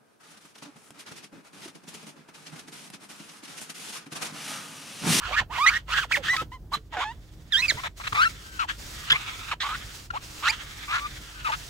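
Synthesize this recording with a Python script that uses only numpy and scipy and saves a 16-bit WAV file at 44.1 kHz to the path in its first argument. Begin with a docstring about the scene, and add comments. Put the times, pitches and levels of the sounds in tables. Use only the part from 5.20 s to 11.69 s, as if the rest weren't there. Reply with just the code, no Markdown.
"""Foam squeaking on a glossy panel

A foam pad is wiped in strokes over a glossy fiberglass panel, an arm's length away.
It slides with a soft hiss, or sticks and slips in short gliding squeaks, some clean, some chattering.
The hollow panel thuds when the hand presses in, and nearby walls give a short echo.
A low outdoor rumble and a faint hum lie under it all."""
import sys
import numpy as np
from scipy import signal
from scipy.fft import rfft, irfft, next_fast_len
from scipy.io import wavfile
from scipy.ndimage import map_coordinates

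SR = 44100
rng = np.random.default_rng(int(sys.argv[2]) if len(sys.argv) > 2 else 0)


def store_wav(level_fs):
    """Save 16-bit WAV to argv[1]."""
    pcm = np.round(np.clip(np.atleast_2d(level_fs), -1, 1) * 32767)
    wavfile.write(sys.argv[1], SR, pcm.T.astype(np.int16))


N = 286209
TIME = np.arange(N) / SR
SIDES = np.array([[1], [-1]])  # plus for the left channel, minus for the right

# Levels in the tables are relative: the functions set how loud each sound ends up.
# How strong the outdoor rumble is from low to high: frequency_hz, level_db
RUMBLE_SPECTRUM = [(20, -30.5), (32, -2), (48, -1), (75, -1), (140, -5.5), (220, -14.5), (400, -20),
                   (800, -29), (1500, -39.5), (5000, -64), (15000, -45.5)]
# The tones of the background hum: pitch_hz, level_db
HUM_TONES = [(50, -50), (306, -64)]
# Strokes of the hand: start_s, length_s, rub_db, hiss_db, swell_db (the rub's change from start to end)
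STROKES = [(0, 0.2, -35.5, -55, 15.5), (0.318, 0.26, -40.5, -48.5, 8), (0.688, 0.15, -31.5, -45.5, -3),
           (0.909, 0.067, -45, -42, -15), (1.04, 0.18, -34, -45, -11), (1.318, 0.025, -56, -58.5, -4),
           (1.529, 0.022, -34, -43, 7), (1.731, 0.2, -44, -73, -12), (1.92, 0.49, -62, -67.5, 0),
           (2.327, 0.23, -42, -46, -16), (2.504, 0.16, -41, -49, 5), (2.774, 0.34, -52, -48, 4),
           (3.085, 0.362, -48.5, -52, -5), (3.491, 0.086, -40.5, -54, -31.5),
           (3.58, 0.31, -44, -45.5, 21.5), (3.906, .41, -36.5, -48, 0.5), (4.419, 0.44, -44, -48, -22),
           (4.915, 0.14, -49, -59, 2), (5.015, 0.32, -44, -46.5, 27), (5.338, .91, -43, -49.5, -6.5),
           (6.241, 0.67, -52, -47, -11)]
# Where the hand is: time_s, position (-1 left to 1 right)
HAND_PATH = [(0, 0.21), (.95, 0.15), (1.15, -0.22), (1.85, -0.12), (2.35, 0.15), (2.5, 0.14), (2.6, -0.78),
             (3.05, -0.64), (3.4, -0.98), (3.92, -0.495), (4.45, -0.12), (4.93, -0.91), (5.27, 0.022),
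             (5.75, -0.54), (6.3, -0.85)]
# The broad rub of sliding foam: frequency_hz, level_db
RUB_SPECTRUM = [(200, -26), (500, -19.5), (800, -6.5), (1400, -2), (2200, -0.5), (3600, -2.5),
                (5000, -17.5), (7000, -16.5), (10000, -34)]
# The fine hiss of sliding foam: frequency_hz, level_db
HISS_SPECTRUM = [(3000, 3), (5000, 5), (7000, 2.5), (9000, -3), (12000, -6.5), (15500, -6)]
# Sliding foam in the two channels: frequency_hz, left_minus_right_db, likeness (-1 opposite to 1 same)
SLIDE_STEREO = [(200, -6.5, 0.52), (700, 0, 0.057), (1400, -1, 0.12), (2380, 0.5, 0.091), (4300, -6.5, 0.2),
                (8000, 1.5, 0.92), (13800, 5, 0.1)]
# How late the rub's bounce off the panel arrives as the hand travels: time_s, delay_ms
BOUNCE_DELAYS = [(0, 0.68), (2.3, 0.57), (3.1, .47), (3.3, 0.74), (3.7, 0.53), (4.15, .88), (4.55, .52),
                 (4.85, .72), (5.1, 0.76), (5.55, 0.54), (5.85, 0.47), (6.15, 0.71), (6.49, 0.6)]
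# Squeaks of the foam: start_s, length_s, first_pitch_hz, middle_pitch_hz, last_pitch_hz, level_db,
# press_db (+ pressing in, - easing off), second_harmonic_db, roughness (0 clean to 1 harsh)
SQUEAKS = [(.005, 0.075, 1066, 1425, 1307, -35, 5, -10.5, 0.88),
           (0.079, 0.066, 700, 752, 1057, -37, -1, -5, 1), (.128, 0.032, 1082, 1178, 1250, -28.5, 2, 0, .3),
           (0.16, 0.045, 1620, 1752, 1826, -20.5, 7, -20, .5),
           (0.2, 0.036, 1095, 958, 544, -33.5, -6, -7, .34),
           (0.299, 0.037, 796, 1000, 1170, -35.5, 4.5, -11.5, .31),
           (0.336, 0.054, 1318, 1139, 1017, -33.5, 8.5, 0, 1),
           (.384, 0.076, 889, 1147, 1263, -21.5, 1, -9, 0.023),
           (.455, 0.1, 1313, 1370, 1510, -28.5, -11, -12, 0.71),
           (.464, 0.039, 1857, 2106, 2440, -13.5, -7, -12, 0.19),
           (0.518, 0.061, 1610, 1826, 1940, -25.5, 8, -14.5, 0.39),
           (.684, 0.063, 964, 1228, 1468, -28.5, 14, -2.5, 0.66),
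           (0.744, 0.067, 1617, 1631, 1570, -24.5, -2, -23, 0.68),
           (.803, 0.056, 1584, 1390, 493, -33, 10, -4.5, 0.14),
           (0.911, 0.021, 756, 1887, 2640, -22.5, 3, -12, 0.69),
           (0.932, 0.031, 2700, 2110, 1650, -21, 2, -21, 0.087),
           (0.96, 0.023, 1570, 1160, 700, -35.5, 5, 8.5, 0.75),
           (0.973, 0.055, 570, 561, 430, -37, -14, -18, 0.3),
           (1.039, 0.064, 1400, 1626, 1560, -35.5, 6, 2.5, 0.93),
           (1.086, 0.069, 1730, 1994, 1900, -21, -2, -16.5, 0.06),
           (1.132, 0.033, 1013, 1085, 980, -31, -6, -6, .49),
           (1.165, 0.0085, 1400, 1970, 2780, -27, -2, 0, 1),
           (1.174, 0.046, 1332, 1273, 1330, -28.5, 5, -11, 0.1),
           (1.216, .025, 585, 419, 257, -38.5, -2, -1, 0.48),
           (1.32, 0.058, 946, 1038, 956, -42, -11, -7, 0.062),
           (1.519, 0.04, 886, 1168, 1113, -26, 9.5, -17, 0.29),
           (1.538, 0.041, 4040, 4000, 4060, -30.5, -25, -31, .02),
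           (1.727, 0.042, 957, 899, 780, -35.5, -1, -5.5, .54),
           (1.77, 0.039, 790, 726, 827, -30.5, -6, -.5, 0.32),
           (1.804, 0.041, 872, 1100, 1184, -27.5, -2.5, -7.5, 0.52),
           (1.841, 0.088, 847, 880, 993, -35, -10, -4.5, .03),
           (2.324, 0.048, 1900, 1578, 1710, -28.5, 2.5, 10, 0.029),
           (2.37, 0.047, 1718, 1904, 2150, -26.5, -3, 3, 0.093),
           (2.386, 0.1, 1006, 1070, 1270, -45.5, -15, 7, 0.18),
           (2.423, 0.044, 2470, 2620, 2420, -22.5, -2, -18, 0.12),
           (2.483, 0.036, 2376, 2164, 1450, -22.5, 6, 1, 0.19),
           (2.518, 0.012, 810, 570, 424, -38.5, 6, -3, 0.82),
           (2.572, 0.037, 958, 1006, 1140, -36.5, 1, -1, .35),
           (2.636, 0.044, 1217, 963, 875, -33, 3, -1, 1), (2.802, 0.02, 1050, 1170, 1230, -37, 5, -6, 0.9),
           (2.836, 0.036, 1177, 1400, 1350, -39, -11, -1, 1),
           (2.868, 0.016, 1177, 1258, 1230, -31, 1, 1.5, 0.99),
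           (2.926, 0.011, 1286, 1220, 1110, -25, -5, -10, 0.68),
           (2.947, 0.037, 1108, 1168, 1180, -27, -4, 0, 0.61),
           (2.975, .078, 1152, 1332, 1650, -17.5, -4, -8.5, 0.22),
           (3.018, 0.048, 1507, 1603, 1890, -21.5, -11, -23, 0.18),
           (3.054, 0.029, 1480, 1343, 1440, -20.5, -1, -8.5, 0.035),
           (3.24, 0.16, 1570, 1544, 1506, -47, 4, -12, 0.074),
           (3.394, 0.067, 1340, 1218, 765, -25, -9, -9.5, 0.34),
           (3.489, 0.03, 1490, 1610, 1650, -30.5, 3, -14, 0.71),
           (3.902, 0.016, 1724, 1533, 1450, -21.5, -7, 7, 0.55),
           (3.919, 0.013, 1650, 1714, 1580, -20.5, -3, 11.5, 0.28),
           (3.929, 0.044, 1059, 1048, 1220, -31, -4, 6.5, 0.36),
           (4.315, 0.028, 1400, 1092, 810, -28.5, -2.5, -1.5, 0.53),
           (4.404, 0.045, 1760, 1898, 2300, -35.5, -11, 4.5, 0.78),
           (4.434, 0.052, 1010, 1173, 1155, -30, -7, -8.5, 0.38),
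           (4.488, 0.077, 1217, 1290, 1526, -31, -4, -11, 0.47),
           (4.905, 0.0098, 1570, 1380, 1430, -27, -3, -13.5, 0.37),
           (4.937, 0.046, 785, 942, 1214, -29, 2, -11.5, 0.38),
           (5.228, 0.06, 1078, 1300, 1510, -23.5, 8.5, -6.5, 0.62),
           (5.274, .039, 1313, 2130, 2430, -23.5, 5, -3, .22),
           (5.286, 0.0506, 914, 897, 1070, -37, -11, -2, 0.22),
           (5.68, .043, 1133, 1194, 1230, -32, 9, 0, 0.41),
           (5.722, 0.078, 1325, 1410, 1290, -25, -3.5, -11, 0.73),
           (5.791, 0.084, 1130, 1170, 1205, -32, 14, -8, 0.14),
           (6.15, 0.1, 1564, 1474, 1400, -46, -3, -13, .12),
           (6.248, 0.041, 1310, 1270, 1100, -25, 5, -6, 0.41),
           (6.289, 0.029, 937, 903, 830, -26, -6, -9, 0.34),
           (6.318, .04, 1161, 1240, 1336, -27, -9, -4.5, 0.59)]
# Squeaks in the two channels, with the hand straight ahead: frequency_hz, left_minus_right_db
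SQUEAK_STEREO = [(600, -6.5), (1000, -4.5), (1400, -0.5), (2000, -2), (2600, -4), (4000, -8), (8000, -4)]
# The hand presses on the panel: start_s, peak_db
THUDS = [(0.198, -31.5), (1.213, -31), (1.562, -34), (2.543, -28), (2.923, -29), (3.914, -26.5)]
# The tones the hollow panel rings at: pitch_hz, ring_s (time to fade by 60 dB), level_db
PANEL_TONES = [(103.5, 0.23, -11.5), (140.3, 0.11, 3), (204, 0.037, 2), (318, 0.022, -14.5),
               (439, 0.13, -6.5), (570, 0.06, -14)]


def undb(db):
    """Turn decibels into a number to multiply by."""
    return 10 ** (np.asarray(db) / 20)


def unit(x):
    """Scale a signal to an average power of 1."""
    return x / np.sqrt(np.mean(x ** 2) + 1e-18)


def look_up(hz, table, column=1):
    """Read a table at any frequency, blending between rows on a musical (log) scale."""
    table = np.asarray(table, float)
    return np.interp(np.log(hz + 1), np.log(table[:, 0]), table[:, column])


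def filtered(x, gain):
    """Turn each frequency up or down by gain(hz)."""
    size = next_fast_len(x.shape[-1] + 1024)
    hz = np.arange(size // 2 + 1) * SR / size
    return irfft(rfft(x, size) * gain(hz), size)[..., :x.shape[-1]]


def wander(t, rate_hz):
    """A smooth random curve, roughly -1 to 1, with rate_hz new values a second."""
    values = rng.standard_normal(4096)
    return map_coordinates(values, [t * rate_hz % 4095], order=3, mode="wrap")


def add(out, start_s, x):
    """Mix a sound in at its start time."""
    i = max(int(start_s * SR), 0)
    out[:, i:i + x.shape[-1]] += x[..., :N - i]


def pan(position, db):
    """Left and right gains of steady total power; at position 1 the left is weaker by db."""
    return np.sqrt(2 / (1 + undb(2 * SIDES * db * position)))


def outdoor_rumble(level_db=-48, width_db=-14, throb_db=2.0, left_minus_right_db=-1.8):
    """Low, gently throbbing noise, nearly alike on both sides."""
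    shared, spread = rng.standard_normal((2, N))
    noise = shared + SIDES * undb(width_db) * spread
    rumble = unit(filtered(noise, lambda hz: undb(look_up(hz, RUMBLE_SPECTRUM))))
    return rumble * undb(level_db + throb_db * wander(TIME, 15) + SIDES * left_minus_right_db / 2)


def hum(gain_db=1.0, waver=0.01294, swell_db=3):
    """Two low tones that waver together in pitch, each swelling and fading."""
    wavering_time = np.cumsum(1 + waver * wander(TIME, 6.8)) / SR
    return sum(undb(db + gain_db + swell_db * wander(TIME, 5)) * np.sin(2 * np.pi * hz * wavering_time)
               for hz, db in HUM_TONES)


def stroke_strengths(attack_s=0.0062, release_s=0.015, creep_db=-74, arch_db=3.0):
    """Strength of the rub and the hiss over time; the hiss peaks mid-stroke, where the hand is fastest."""
    rub_power = hiss_power = undb(creep_db) ** 2  # between strokes the pad barely creeps
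    for start_s, length_s, rub_db, hiss_db, swell_db in STROKES:
        starting = (1 + np.tanh((TIME - start_s) / attack_s / 2)) / 2
        moving = starting * np.exp(-np.maximum(TIME - start_s - length_s, 0) / release_s)
        progress = np.clip((TIME - start_s) / length_s, 0, 1)
        rub_power += (moving * undb(rub_db + swell_db * (progress - .5))) ** 2
        hiss_power += (moving * undb(hiss_db - arch_db * (2 * progress - 1) ** 2)) ** 2
    return np.sqrt(rub_power), np.sqrt(hiss_power)


def foam_noise(spectrum, grain_db, flicker_db):
    """Countless foam cells snap off the gloss; each side hears its own blend."""
    cells = rng.standard_normal((2, N))
    cells *= undb(grain_db * wander(TIME, 1500) + flicker_db * wander(TIME, 45))
    shared = filtered(cells[0], lambda hz: np.sqrt(1 + look_up(hz, SLIDE_STEREO, column=2)))
    spread = filtered(cells[1], lambda hz: np.sqrt(1 - look_up(hz, SLIDE_STEREO, column=2)))
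    return unit(filtered(shared + SIDES * spread,
                         lambda hz: undb(look_up(hz, spectrum) + SIDES * look_up(hz, SLIDE_STEREO) / 2)))


def panel_bounce(rub, strength=.38):
    """The glossy panel reflects the rub; the changing delay gives it a hollow, sweeping color."""
    delay_s = np.interp(TIME, *np.transpose(BOUNCE_DELAYS)) / 1000
    bounce = np.array([np.interp(TIME - delay_s, TIME, channel) for channel in rub])
    return unit(rub + strength * bounce)


def pad_singing(pitch_hz=1350, drift=.06, flutter_hz=190):
    """Even smooth sliding keeps the pad ringing faintly, as a breathy tone."""
    phase = 2 * np.pi * np.cumsum(pitch_hz * (1 + drift * wander(TIME, 4.4))) / SR
    return unit(wander(TIME, flutter_hz) * np.cos(phase) + wander(TIME, flutter_hz) * np.sin(phase))


def sliding(rub_db=-2.05, hiss_db=4.0, sing_db=-14, rasp_rub_db=-7.0, rasp_hiss_db=-27):
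    """A broad rub and a fine hiss follow each stroke's speed and pressure, and flare with the squeaks."""
    rub_strength, hiss_strength = stroke_strengths()
    rasp = rasp_strength()
    rub = panel_bounce(foam_noise(RUB_SPECTRUM, grain_db=1.5, flicker_db=3.0))
    rub += undb(sing_db) * pad_singing()
    rub *= np.hypot(undb(rub_db) * rub_strength, undb(rasp_rub_db) * rasp)  # hypot adds by power
    hiss = foam_noise(HISS_SPECTRUM, grain_db=1.0, flicker_db=1.54)
    hiss *= np.hypot(undb(hiss_db) * hiss_strength, undb(rasp_hiss_db) * rasp)
    position = np.interp(TIME, *np.transpose(HAND_PATH))
    return rub * pan(position + .35, db=4) + hiss  # the rub sits a little right of the hand


def squeak_shape(t, length_s, pitches, press_db, pad_hz=1900, db_per_octave=10.5, arch_db=3.5):
    """Pitch and level through one squeak: a glide, and an arch from grip to release tilted by pressure."""
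    progress = np.clip(t / length_s, 0, 1)
    hz = np.polyval(np.polyfit([0, .5, 1], pitches, 2), progress)
    # the pad gives off pitches below its resonance, pad_hz, only weakly
    pad_db = db_per_octave * np.log2(np.clip(hz, 1, pad_hz) / pad_hz)
    return hz, pad_db + press_db * (progress - .5) - arch_db * (2 * progress - 1) ** 2


def rasp_strength(attack_s=0.0037, release_s=0.0025, bright_weight=0.539, least=0.025):
    """A squeaking pad also rasps: the louder, brighter and rougher the squeak, the more."""
    power = np.zeros((1, N))
    for start_s, length_s, *pitches, level_db, press_db, second_db, roughness in SQUEAKS:
        t = np.arange(int(2 * length_s * SR)) / SR
        _, shape_db = squeak_shape(t, length_s, pitches, press_db)
        fade = np.minimum(t / attack_s, 1) * np.exp(-np.maximum(t - length_s, 0) / release_s)
        strength = undb(level_db) * (least + roughness) * unit(fade * undb(shape_db))
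        brightness = 1 + bright_weight * undb(2 * second_db)
        add(power, start_s, strength ** 2 * brightness)
    return np.sqrt(power[0])


def squeak_tone(phase, hz, t, second_db, roughness, fall_db=8, waver_db=2, overtone_gain_db=-2.0):
    """A tone and its harmonics; a clean, sudden release adds a buzzy, slowly falling series of them."""
    upper_db = min(-12.5 + 0.65 * second_db, -13)  # higher harmonics grow with the second, to a limit
    # the release is equally quick at any pitch, so low squeaks carry more harmonics
    snap_db = .75 * second_db - 22 - 14 * roughness - 9 * np.log2(hz.mean() / 1500)
    wave = np.sin(phase)
    for k in range(2, 11):
        gain = undb(second_db if k == 2 else upper_db - fall_db * (k - 3.5))
        if k > 3:
            gain = np.hypot(gain, undb(snap_db) * (4 / k) ** 1.5)
        gain = gain * undb(overtone_gain_db + waver_db * wander(t, 200))
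        in_range = k * hz < SR / 2
        wave += gain * in_range * np.sin(k * (phase + np.pi / 2))
    return wave


def squeak(length_s, pitches, press_db, second_db, roughness, lag_s,
           edge_s=0.0013, jitter=.08, chatter_hz=250, chatter=0.69, scrape=0.26, flutter_db=3.0):
    """The foam grips and lets go once per cycle; when rough, patches slip at their own rates and beat."""
    t = np.arange(int((length_s + edge_s) * SR)) / SR
    hz, shape_db = squeak_shape(t, length_s, pitches, press_db)
    hz *= 1 + jitter * roughness * wander(t, 877)
    hz *= 1 + .008 * wander(t, 110)  # the unsteady hand makes even a clean squeak waver
    # one patch slips faster and one slower than the middle of the pad
    faster = 2 * np.pi * np.cumsum(chatter_hz * (1 + 0.314 * wander(t, 160))) / SR
    slower = 2 * np.pi * np.cumsum(chatter_hz * (1 + 0.314 * wander(t, 160))) / SR
    # grip is a complex number: its size shakes the level, its angle shakes the timing
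    grip = 1 + chatter * roughness * (np.exp(1j * faster) + np.exp(-1j * slower))
    grip += scrape * (roughness + .05) * (wander(t, 1093.7) + 1j * wander(t, 1100))  # uneven slips
    phase = 2 * np.pi * np.cumsum(hz) / SR + np.angle(grip)
    phase = phase - 2 * np.pi * hz * lag_s * SIDES / 2  # one side hears it before the other
    # the grip bites quickly; a longer squeak takes longer to let go
    ramp = np.minimum(t / edge_s, (t[-1] - t) / (edge_s + length_s / 10))
    fade = np.sin(np.pi / 2 * np.clip(ramp, 0, 1))
    pressure_db = shape_db + flutter_db * roughness * wander(t, 321) + 1.1 * wander(t, 80)
    strength = unit(np.abs(grip) * fade * undb(pressure_db))
    return np.sqrt(2) * squeak_tone(phase, hz, t, second_db, roughness) * strength


def squeaks(gain_db=-1.13, far_side_lag_s=0.00035, far_side_drop_db=8):
    """Every squeak, placed where the hand is: the far side hears it later and weaker."""
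    out = np.zeros((2, N))
    for start_s, length_s, *pitches, level_db, press_db, second_db, roughness in SQUEAKS:
        position = np.interp(start_s, *np.transpose(HAND_PATH))
        sound = squeak(length_s, pitches, press_db, second_db, roughness, far_side_lag_s * position)
        add(out, start_s - .002, sound * undb(level_db + gain_db) * pan(position, far_side_drop_db))
    return filtered(out, lambda hz: pan(1, -look_up(hz, SQUEAK_STEREO)))


def wall_echo(sound, level_db=-18, ring_s=.11, gap_s=.002):
    """Close, hard walls return a short, dense echo that fades by 60 dB in ring_s."""
    t = np.arange(SR // 5) / SR
    echo = rng.standard_normal((2, len(t))) * undb(-60 * t / ring_s) * (t > gap_s)
    echo /= np.linalg.norm(echo, axis=1, keepdims=True)
    return undb(level_db) * signal.fftconvolve(sound, echo, axes=1)[:, :N]


def hollow_panel(rubbing, push_peak_s=0.0083, thud_gain_db=-3.0, drone_db=-17):
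    """The hollow panel thuds under soft pushes and drones faintly with the rubbing."""
    t = np.arange(SR // 3) / SR
    ring = sum(undb(db - 60 * t / ring_s) * np.sin(2 * np.pi * hz * t) for hz, ring_s, db in PANEL_TONES)
    out = np.zeros((2, N))
    for start_s, peak_db in THUDS:
        push = rng.standard_normal(len(t)) * t * np.exp(-t / push_peak_s)
        thud = signal.fftconvolve(push, ring)[:len(t)]
        add(out, start_s - .004, thud / np.abs(thud).max() * undb(peak_db + thud_gain_db))
    out += undb(drone_db) * signal.fftconvolve(rubbing.mean(0), ring / np.linalg.norm(ring))[:N]
    return out * undb([[-2.1], [1.9]])  # louder on the right


def scene():
    """Foam sliding and squeaking on the panel, in the open air."""
    rubbing = sliding()
    foam = squeaks() + rubbing
    return foam + wall_echo(foam) + hollow_panel(rubbing) + outdoor_rumble() + hum()


def record(dry, top_hz=15750):
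    """Cut away the very highest treble."""
    return signal.sosfilt(signal.ellip(10, .2, 80, top_hz, fs=SR, output="sos"), dry)


dry = scene()
out = record(dry)
store_wav(out)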